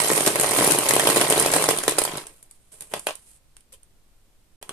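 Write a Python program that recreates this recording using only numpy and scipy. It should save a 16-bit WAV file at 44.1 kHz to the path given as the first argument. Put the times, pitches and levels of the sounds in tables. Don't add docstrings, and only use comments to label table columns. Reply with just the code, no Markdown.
import sys
import numpy as np
from scipy import signal
from scipy.fft import rfft, irfft
from scipy.io import wavfile
from scipy.ndimage import uniform_filter1d

SR = 44100
rng = np.random.default_rng(int(sys.argv[2]) if len(sys.argv) > 2 else 0)


def store_wav(level_fs):
    pcm = np.round(np.clip(np.atleast_2d(level_fs), -1, 1) * 32767)
    wavfile.write(sys.argv[1], SR, pcm.T.astype(np.int16))


N = 208345
RING = 8192
TIME, AGE = np.arange(N) / SR, np.arange(RING) / SR
TOP_HZ = 14300
FULL_FLOW_DB = -25


def amp(db):
    return 10 ** (np.asarray(db) / 20)


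def fade(t60, age=AGE):
    return np.exp(-np.log(1000) * age / t60)


def since(start_s):
    return np.maximum(TIME - start_s, 0)


def unit(x):
    return x / np.sqrt(np.mean(x ** 2))


def strike(x, size=88):
    return x / np.sqrt(np.mean(x[..., :size] ** 2))


def noise(spectrum, size, ripple_db=0, count=50):
    f = np.fft.rfftfreq(size, 1 / SR) + 1
    hz, db = np.transpose(spectrum)
    mid, side = rfft(rng.standard_normal((2, size)))
    alike = .85 / (1 + (f / 900) ** 2)
    pair = mid * np.sqrt(1 + alike) + np.array([[1], [-1]]) * side * np.sqrt(1 - alike)
    ripple_hz = np.linspace(0, SR / 2, count)
    ripple = np.array([np.interp(f, ripple_hz, r) for r in rng.standard_normal((2, count))])
    shape_db = np.interp(np.log(f), np.log(hz), db) + ripple_db * ripple
    return unit(irfft(pair * amp(shape_db), size))


def grain(depth_db, length, size=130):
    return unit(amp(depth_db * unit(uniform_filter1d(rng.standard_normal(length), size))))


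def resonate(x, hz, width_hz, db):
    return x + (amp(db) - 1) * signal.lfilter(*signal.iirpeak(hz, hz / width_hz, fs=SR), x)


def cut_bass(x, hz):
    return signal.sosfilt(signal.butter(2, hz, "high", fs=SR, output="sos"), x)


def add(out, start_s, sound):
    i = int(np.clip(start_s * SR, 0, N - 1))
    out[:, i:i + RING] += sound[:, :N - i]


# pitch_hz, ring_s, level_db
PLATE_NOTES = [(125, .12, -4), (162, .12, -4), (233, .06, -13), (305, .07, -4), (335, .08, -1),
               (400, .06, -5), (442, .07, -1), (510, .06, -1), (601, .07, 1), (680, .05, -2),
               (770, .05, -4), (870, .04, -5), (1020, .04, -7), (1900, .04, -8), (2020, .05, -9)]


def thud(spot_hz, stiff_hz=448, sag_hz=350, sag_db=-11.5, plate_db=-15.5, detune=0.011):
    low_hz = 450 * np.sqrt(spot_hz / stiff_hz)
    lower = np.sin(2 * np.pi * low_hz * AGE) * fade(0.014)
    upper = (spot_hz / 700) ** 2 * np.sin(2 * np.pi * 1.27 * low_hz * AGE) * fade(0.0057)
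    softness = min(1, 550 / spot_hz) ** 6
    sag = amp(sag_db) * softness * np.sin(2 * np.pi * sag_hz * AGE) * fade(0.029)
    dent = cut_bass(lower + upper + sag, 0.58 * spot_hz)
    hz, ring_s, db = np.transpose(PLATE_NOTES)[:, :, None]
    share, lean, load = rng.standard_normal((3, len(PLATE_NOTES)))
    reach = np.minimum(1, (stiff_hz / spot_hz) ** 4 + (hz / spot_hz) ** 2)
    loaded_hz = hz * (1 + detune * load[:, None])
    notes = reach * amp(db) * np.sin(2 * np.pi * loaded_hz * AGE) * fade(ring_s)
    plate = np.array([share + .25 * lean, share - .25 * lean]) @ notes
    return strike(cut_bass(amp(plate_db) * plate - strike(dent), hz=112))


# pitch_hz, level_db
CRACK_TONE = [(300, -17), (950, 13.5), (1500, 4), (2200, 2), (4500, 0), (6500, -5.5), (9000, -15),
              (15000, -27)]


def crack(clack_hz, clack_db=-3.0, spread=0.07, slap_s=.0011, tail_db=-17, count=8):
    snap = noise(CRACK_TONE, RING, ripple_db=4) * (fade(.014) + amp(tail_db) * fade(0.21))
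    notes_hz = clack_hz * np.exp(spread * rng.standard_normal((count, 1)))
    clack = rng.standard_normal((2, count)) @ np.sin(2 * np.pi * notes_hz * AGE) * fade(.015)
    return strike(strike(snap) + amp(clack_db) * np.roll(strike(clack), int(slap_s * SR), axis=1))


# pitch_hz, level_db
TING_TONE = [(200, -30), (1000, -10.5), (3000, -9.5), (6000, -6.5), (8000, -3.5), (9500, 0), (11500, -4.5),
             (13000, -8.5), (15000, -18)]


def ting(spectrum, chatter_db, ripple_db):
    chatter = amp(chatter_db) * fade(0.2) * grain(-1.5, RING)
    tilt_db_per_octave = 1.5 * rng.standard_normal()
    tone = [(hz, db + tilt_db_per_octave * np.log2(hz / TOP_HZ)) for hz, db in spectrum]
    return strike(noise(tone, RING, ripple_db) * (fade(.015) + chatter))


# start_s, thud_db, spot_hz, clack_db, clack_hz, ting_db
DROPS = [(0.0015, -21.5, 720, -16.5, 1950, -13.5), (0.0449, -23.5, 640, -23, 2880, -33.5),
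         (0.074, -25.5, 620, -25.5, 2400, -24), (0.1012, -15.5, 498, -16, 1970, -34.5),
         (0.1169, -14.5, 517, -27, 2280, -26), (0.177, -19.5, 590, -20, 1970, -19),
         (0.207, -22.5, 640, -36, 1980, -28), (0.263, -20.5, 690, -22, 2800, -11),
         (0.2697, -16, 440, -23, 2230, -18.5), (0.2751, -13.5, 467, -24, 3900, -9.5),
         (0.3572, -18.5, 666, -20, 1900, -18), (0.398, -21, 560, -25.5, 2240, -22.5),
         (0.4337, -21, 610, -23, 2060, -16.5), (0.4435, -19.5, 722, -20.5, 2000, -21),
         (0.5869, -15, 556, -18.5, 2020, -18), (0.6094, -13.5, 558, -26, 2030, -25),
         (0.6443, -17, 510, -32.5, 2220, -15), (0.6753, -17.5, 435, -30, 1930, -12),
         (0.7054, -19.5, 537, -29.5, 3200, -20), (0.7482, -19, 600, -27.5, 2600, -19),
         (0.7571, -23, 589, -32, 5500, -27), (0.787, -17, 530, -25, 3040, -12.5),
         (0.8641, -23.5, 700, -24, 2090, -22), (0.9085, -17.5, 662, -13, 2040, -14.5),
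         (0.9362, -15, 466, -21, 3240, -14), (0.9645, -14, 553, -18.5, 2700, -16.5),
         (0.9959, -17, 760, -15, 2050, -15.5), (1.0348, -20, 620, -24.5, 2110, -26.5),
         (1.072, -10, 619, -14, 3230, -12.5), (1.0896, -13, 553, -25.5, 3035, -16.5),
         (1.1, -16.5, 639, -17.5, 1980, -13.5), (1.1606, -18, 600, -19, 1960, -15.5),
         (1.1693, -13, 480, -18.5, 3800, -18.5), (1.1755, -21, 600, -22.5, 2130, -17),
         (1.2126, -14.5, 490, -14.5, 2670, -11), (1.3066, -15, 671, -23, 1920, -14.5),
         (1.324, -13.5, 520, -18, 3180, -14.5), (1.378, -16.5, 520, -20, 3770, -17.5),
         (1.4607, -13.5, 588, -20, 5040, -15.5), (1.5371, -15.5, 590, -17, 1790, -12.5),
         (1.563, -13.5, 570, -20.5, 2460, -12.5), (1.6232, -19, 560, -21, 2320, -20),
         (1.64, -22.5, 632, -20, 2000, -14.5), (1.6883, -11, 520, -17.5, 5070, -10),
         (1.7104, -19, 550, -20, 3180, -19.5), (1.7862, -28, 698, -25.5, 3520, -18),
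         (1.8366, -29.5, 680, -28.5, 2020, -20.5), (1.8797, -12, 530, -14.5, 3470, -12.5),
         (1.9842, -15, 594, -17.5, 4800, -16.5), (1.9865, -25.5, 650, -30, 5400, -15),
         (2.0176, -19.5, 570, -23.5, 4170, -20.5), (2.0508, -27.5, 736, -23.5, 4460, -18.5),
         (2.0768, -29, 690, -28.5, 3100, -44), (2.181, -35, 755, -30, 3670, -34),
         (2.9377, -20.5, 770, -23.5, 3400, -26), (3.0688, -17.5, 780, -19, 2760, -21.5),
         (4.6266, -41.5, 690, -36.5, 3050, -35), (4.6926, -41.5, 700, -29, 3070, -31.5),
         (4.707, -38.5, 360, -61, 5500, -58)]
# start_s, level_db
FREE_BOUNCES = [(1.7315, -14), (1.8934, -23), (1.921, -13.5), (2.0953, -8), (2.1164, -5), (2.9532, -15),
                (2.965, -14.5), (3.0875, -9.5), (3.094, -15), (3.107, -12)]


def drops(thud_gain_db=1.0, clack_gain_db=0.5, ting_gain_db=-3.5, rattle_db=-18, flight_ratio=.72):
    out = np.zeros((2, N))
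    next_starts = [row[0] for row in DROPS[1:]] + [np.inf]
    for (start_s, thud_db, spot_hz, clack_db, clack_hz, ting_db), next_s in zip(DROPS, next_starts):
        def hit(steel_db=0):
            plastic = amp(thud_db + thud_gain_db) * thud(spot_hz)
            plastic += amp(clack_db + clack_gain_db) * crack(clack_hz)
            steel = amp(ting_db + ting_gain_db) * ting(TING_TONE, chatter_db=-16.5, ripple_db=3.5)
            return plastic + amp(steel_db) * steel

        add(out, start_s, hit())
        rattle = amp(rattle_db) * np.sqrt(amp(stream(start_s)[0] - FULL_FLOW_DB))
        flight_s = .017 * np.exp(0.091 * rng.standard_normal())
        for k, late_s in enumerate(np.cumsum(flight_s * flight_ratio ** np.arange(3))):
            add(out, start_s + late_s, rattle * amp(-0.5 * k) * hit(steel_db=-8))
        for bounce_s, level_db in FREE_BOUNCES:
            if start_s < bounce_s < next_s:
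                add(out, bounce_s, amp(level_db) * hit(steel_db=-8))
    return out


# time_s, knocking_db, clicking_db
STREAM_LEVELS = [(0.0, -26.5, -22.5), (0.2, -25, -20), (0.34, -26.5, -29), (0.42, -24.5, -24),
                 (0.62, -20, -18), (0.85, -25, -26), (1.0, -23, -23), (1.43, -21.5, -24), (1.5, -23.5, -28),
                 (1.56, -21, -22), (1.85, -34, -34), (2.17, -31.5, -37), (2.25, -45.5, -50.5),
                 (2.361, -62.5, -55.5), (2.6, -78, -76)]


def stream(time_s):
    times, *columns = np.transpose(STREAM_LEVELS)
    return [np.interp(time_s, times, levels) for levels in columns]


def jostling(stir_db=-18.5, stir_t60=0.17):
    knocking_db, clicking_db = stream(TIME)
    blows = np.zeros(N)
    for start_s, thud_db, *_ in DROPS:
        blows[int(start_s * SR)] = amp(thud_db + stir_db) ** 2
    stir = np.sqrt(np.abs(signal.fftconvolve(blows, fade(stir_t60) ** 2)[:N]))
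    stir *= amp(0.45 * (knocking_db - FULL_FLOW_DB))
    return np.hypot(amp(knocking_db), stir), np.hypot(amp(clicking_db), stir)


def shower(blows, gain, per_second, scatter_db):
    out = np.zeros((2, N))
    count = int(per_second * STREAM_LEVELS[-1][0])
    late, strength = rng.uniform(-1, 1, (count, 2)).T
    starts = np.abs(np.arange(count) + 2 * late) / per_second
    blow_energy = np.mean(np.sum(np.square(blows), axis=-1))
    size = unit(amp(scatter_db * strength)) * np.sqrt(SR / per_second / blow_energy)
    for k, start_s in enumerate(starts):
        add(out, start_s, size[k] * gain[int(start_s * SR)] * blows[k % len(blows)])
    return out


# pitch_hz, level_db
BASE_TONE = [(40, -27.5), (80, -23.5), (125, -4), (160, 3), (215, -22), (1000, -58.5)]


def pour(knock_db=-3.0, click_db=-7.0, base_db=-18.0, spot_hz=555, clack_hz=2500):
    knocking, clicking = jostling()
    spots = rng.standard_normal((90, 3))
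    bumps = [thud(spot_hz * 2 ** (0.6 * low)) + amp(-0.5) * crack(clack_hz * 2 ** (.4 * high))
             for low, high, _ in spots]
    ticks = [amp([[pan_db], [-pan_db]]) * ting(TING_TONE, chatter_db=-8.5, ripple_db=7.0)
             for pan_db in 1.7 * spots[:, 2]]
    return (shower(bumps, knocking * amp(knock_db), per_second=230, scatter_db=3.0)
            + shower(ticks, clicking * amp(click_db), per_second=300, scatter_db=6.0)
            + amp(base_db) * knocking * noise(BASE_TONE, N))


# pitch_hz, level_db
CLINK_TONE = [(200, -28.5), (1000, -15), (3000, -9.5), (6000, -9.5), (8000, -3), (10000, -1), (12000, -8.5),
              (15000, -23.5)]
# start_s, level_db, left_minus_right_db
MARBLE_CLICKS = [(0.018, -23.5, -21), (0.0837, -23, -15), (0.3976, -14, 2), (0.411, -14.5, 7),
                 (0.51, -17.5, 1), (0.667, -17.5, -9), (0.7096, -13.5, 16), (0.7193, -10.5, 7),
                 (0.8869, -15.5, -5), (0.89, -11.5, 13), (0.954, -17, 5), (1.0665, -22, -1),
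                 (1.3003, -11, 2), (1.3977, -12, -10), (1.401, -14, 5), (1.425, -14.5, 1), (1.517, -17, 0),
                 (1.526, -21, 9), (1.706, -14.5, -1), (1.774, -22.5, 6), (1.894, -17.5, 8), (1.91, -19, -3),
                 (1.9893, -15.5, -12), (2.038, -16.5, -1), (2.1718, -27.5, 0), (2.2683, -33.5, -1),
                 (2.4274, -41.5, 4), (2.511, -41, -2), (2.723, -47.5, -7), (2.8077, -30, 1),
                 (2.8217, -33.5, 4), (2.9946, -29.5, -2), (3.154, -34, -4), (3.567, -42, -3),
                 (3.607, -51, 0), (3.723, -47, 5), (3.727, -41.5, -1), (3.8317, -48.5, -1)]


def clicks(gain_db=-3.5, plastic_db=-19):
    out = np.zeros((2, N))
    for start_s, level_db, pan_db in MARBLE_CLICKS:
        steel = ting(CLINK_TONE, chatter_db=-19.5, ripple_db=4.0)
        blow = amp([[pan_db / 2], [-pan_db / 2]]) * steel + amp(plastic_db) * thud(spot_hz=520)
        add(out, start_s, amp(level_db + gain_db) * blow)
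    return out


# pitch_hz, level_db
RUMBLE_TONE = [(60, -19), (160, 5.5), (240, -2), (350, 5.5), (550, 5), (1000, -1), (1600, -8), (3000, -4.5),
               (6000, -48), (15000, -43)]
# start_s, length_s, rumble_db, hiss_db
# The row at 3.062 s is a brief, bright hiss just before and around the knock at 3.07 s.
SWELLS = [(2.498, 0.32, -77, -64.5), (2.716, 0.39, -62.5, -53.5), (2.813, 0.01, -46.5, -50.5),
          (2.911, 0.069, -45, -52.5), (3.062, 0.03, -58, -41), (3.119, 0.24, -75, -55),
          (4.598, 0.12, -56, -62)]


def rumble_and_hiss(rumble_gain_db=-1, hiss_gain_db=-4.5, rise_s=0.0051, stop_t60=0.096):
    rumble, hiss = np.zeros((2, N))
    for start_s, length_s, rumble_db, hiss_db in SWELLS:
        swell = np.minimum(since(start_s) / rise_s, 1) * fade(stop_t60, since(start_s + length_s))
        rumble += amp(rumble_db + rumble_gain_db) * swell
        hiss += amp(hiss_db + hiss_gain_db) * swell
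    flutter = grain(2.0, N) * grain(2.0, N, size=1500)
    return flutter * (rumble * noise(RUMBLE_TONE, N) + hiss * noise(CLINK_TONE, N))


def settling(start_s=3.725, rise_s=0.015, ticks_per_s=504, hum_db=-52.5, tick_db=-51):
    rocking = np.minimum(since(start_s) / rise_s, 1) * fade(0.073, since(start_s + rise_s))
    cycle = np.cumsum(ticks_per_s * grain(1.4, N) / SR) % 1
    push = unit(np.exp(-cycle / 0.27))
    hum_band = signal.butter(1, [ticks_per_s / 2, ticks_per_s], "band", fs=SR, output="sos")
    hum = unit(signal.sosfilt(hum_band, push))
    ticks = resonate(push * noise(CLINK_TONE, N), hz=3050, width_hz=600, db=10)
    return rocking * (amp(hum_db) * hum + amp(tick_db) * ticks)


def room(dry, echo_db=-9, t60=0.13, build_s=0.0011):
    echo = noise([(50, -2.0), (3000, 6.5), (15000, 0.5)], RING) * fade(t60)
    echo *= 1 - np.exp(-AGE / build_s)
    echo /= np.sqrt(np.sum(echo ** 2) / 2)
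    return dry + amp(echo_db) * signal.fftconvolve(dry, echo, axes=1)[:, :N]


# pitch_hz, level_db
BACKGROUND_TONE = [(20, 6), (60, -8), (120, -12.5), (250, -18.5), (600, -23.5), (1500, -29), (4000, -30),
                   (9000, -36), (15000, -35)]


def scene(background_db=-57):
    sounds = drops() + clicks() + pour() + rumble_and_hiss() + settling()
    return room(sounds) + amp(background_db) * noise(BACKGROUND_TONE, N)


# pitch_hz, width_hz, lift_db
MIC_RINGS = [
    [(11070, 860, 8.5), (13500, 1200, 2)],
    [(8795, 1100, 10.5), (7310, 1600, 2.5)],
]


def record(dry, dropout_from_s=4.559, dropout_to_s=4.614, ceiling=.85):
    heard = np.array([resonate(resonate(x, *main), *minor) for x, (main, minor) in zip(dry, MIC_RINGS)])
    live = (TIME < dropout_from_s) | (TIME > dropout_to_s)
    rounded = ceiling * np.tanh(heard * live / ceiling)
    return signal.sosfilt(signal.ellip(8, .2, 70, TOP_HZ, fs=SR, output="sos"), rounded)


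dry = scene()
out = record(dry)
store_wav(out)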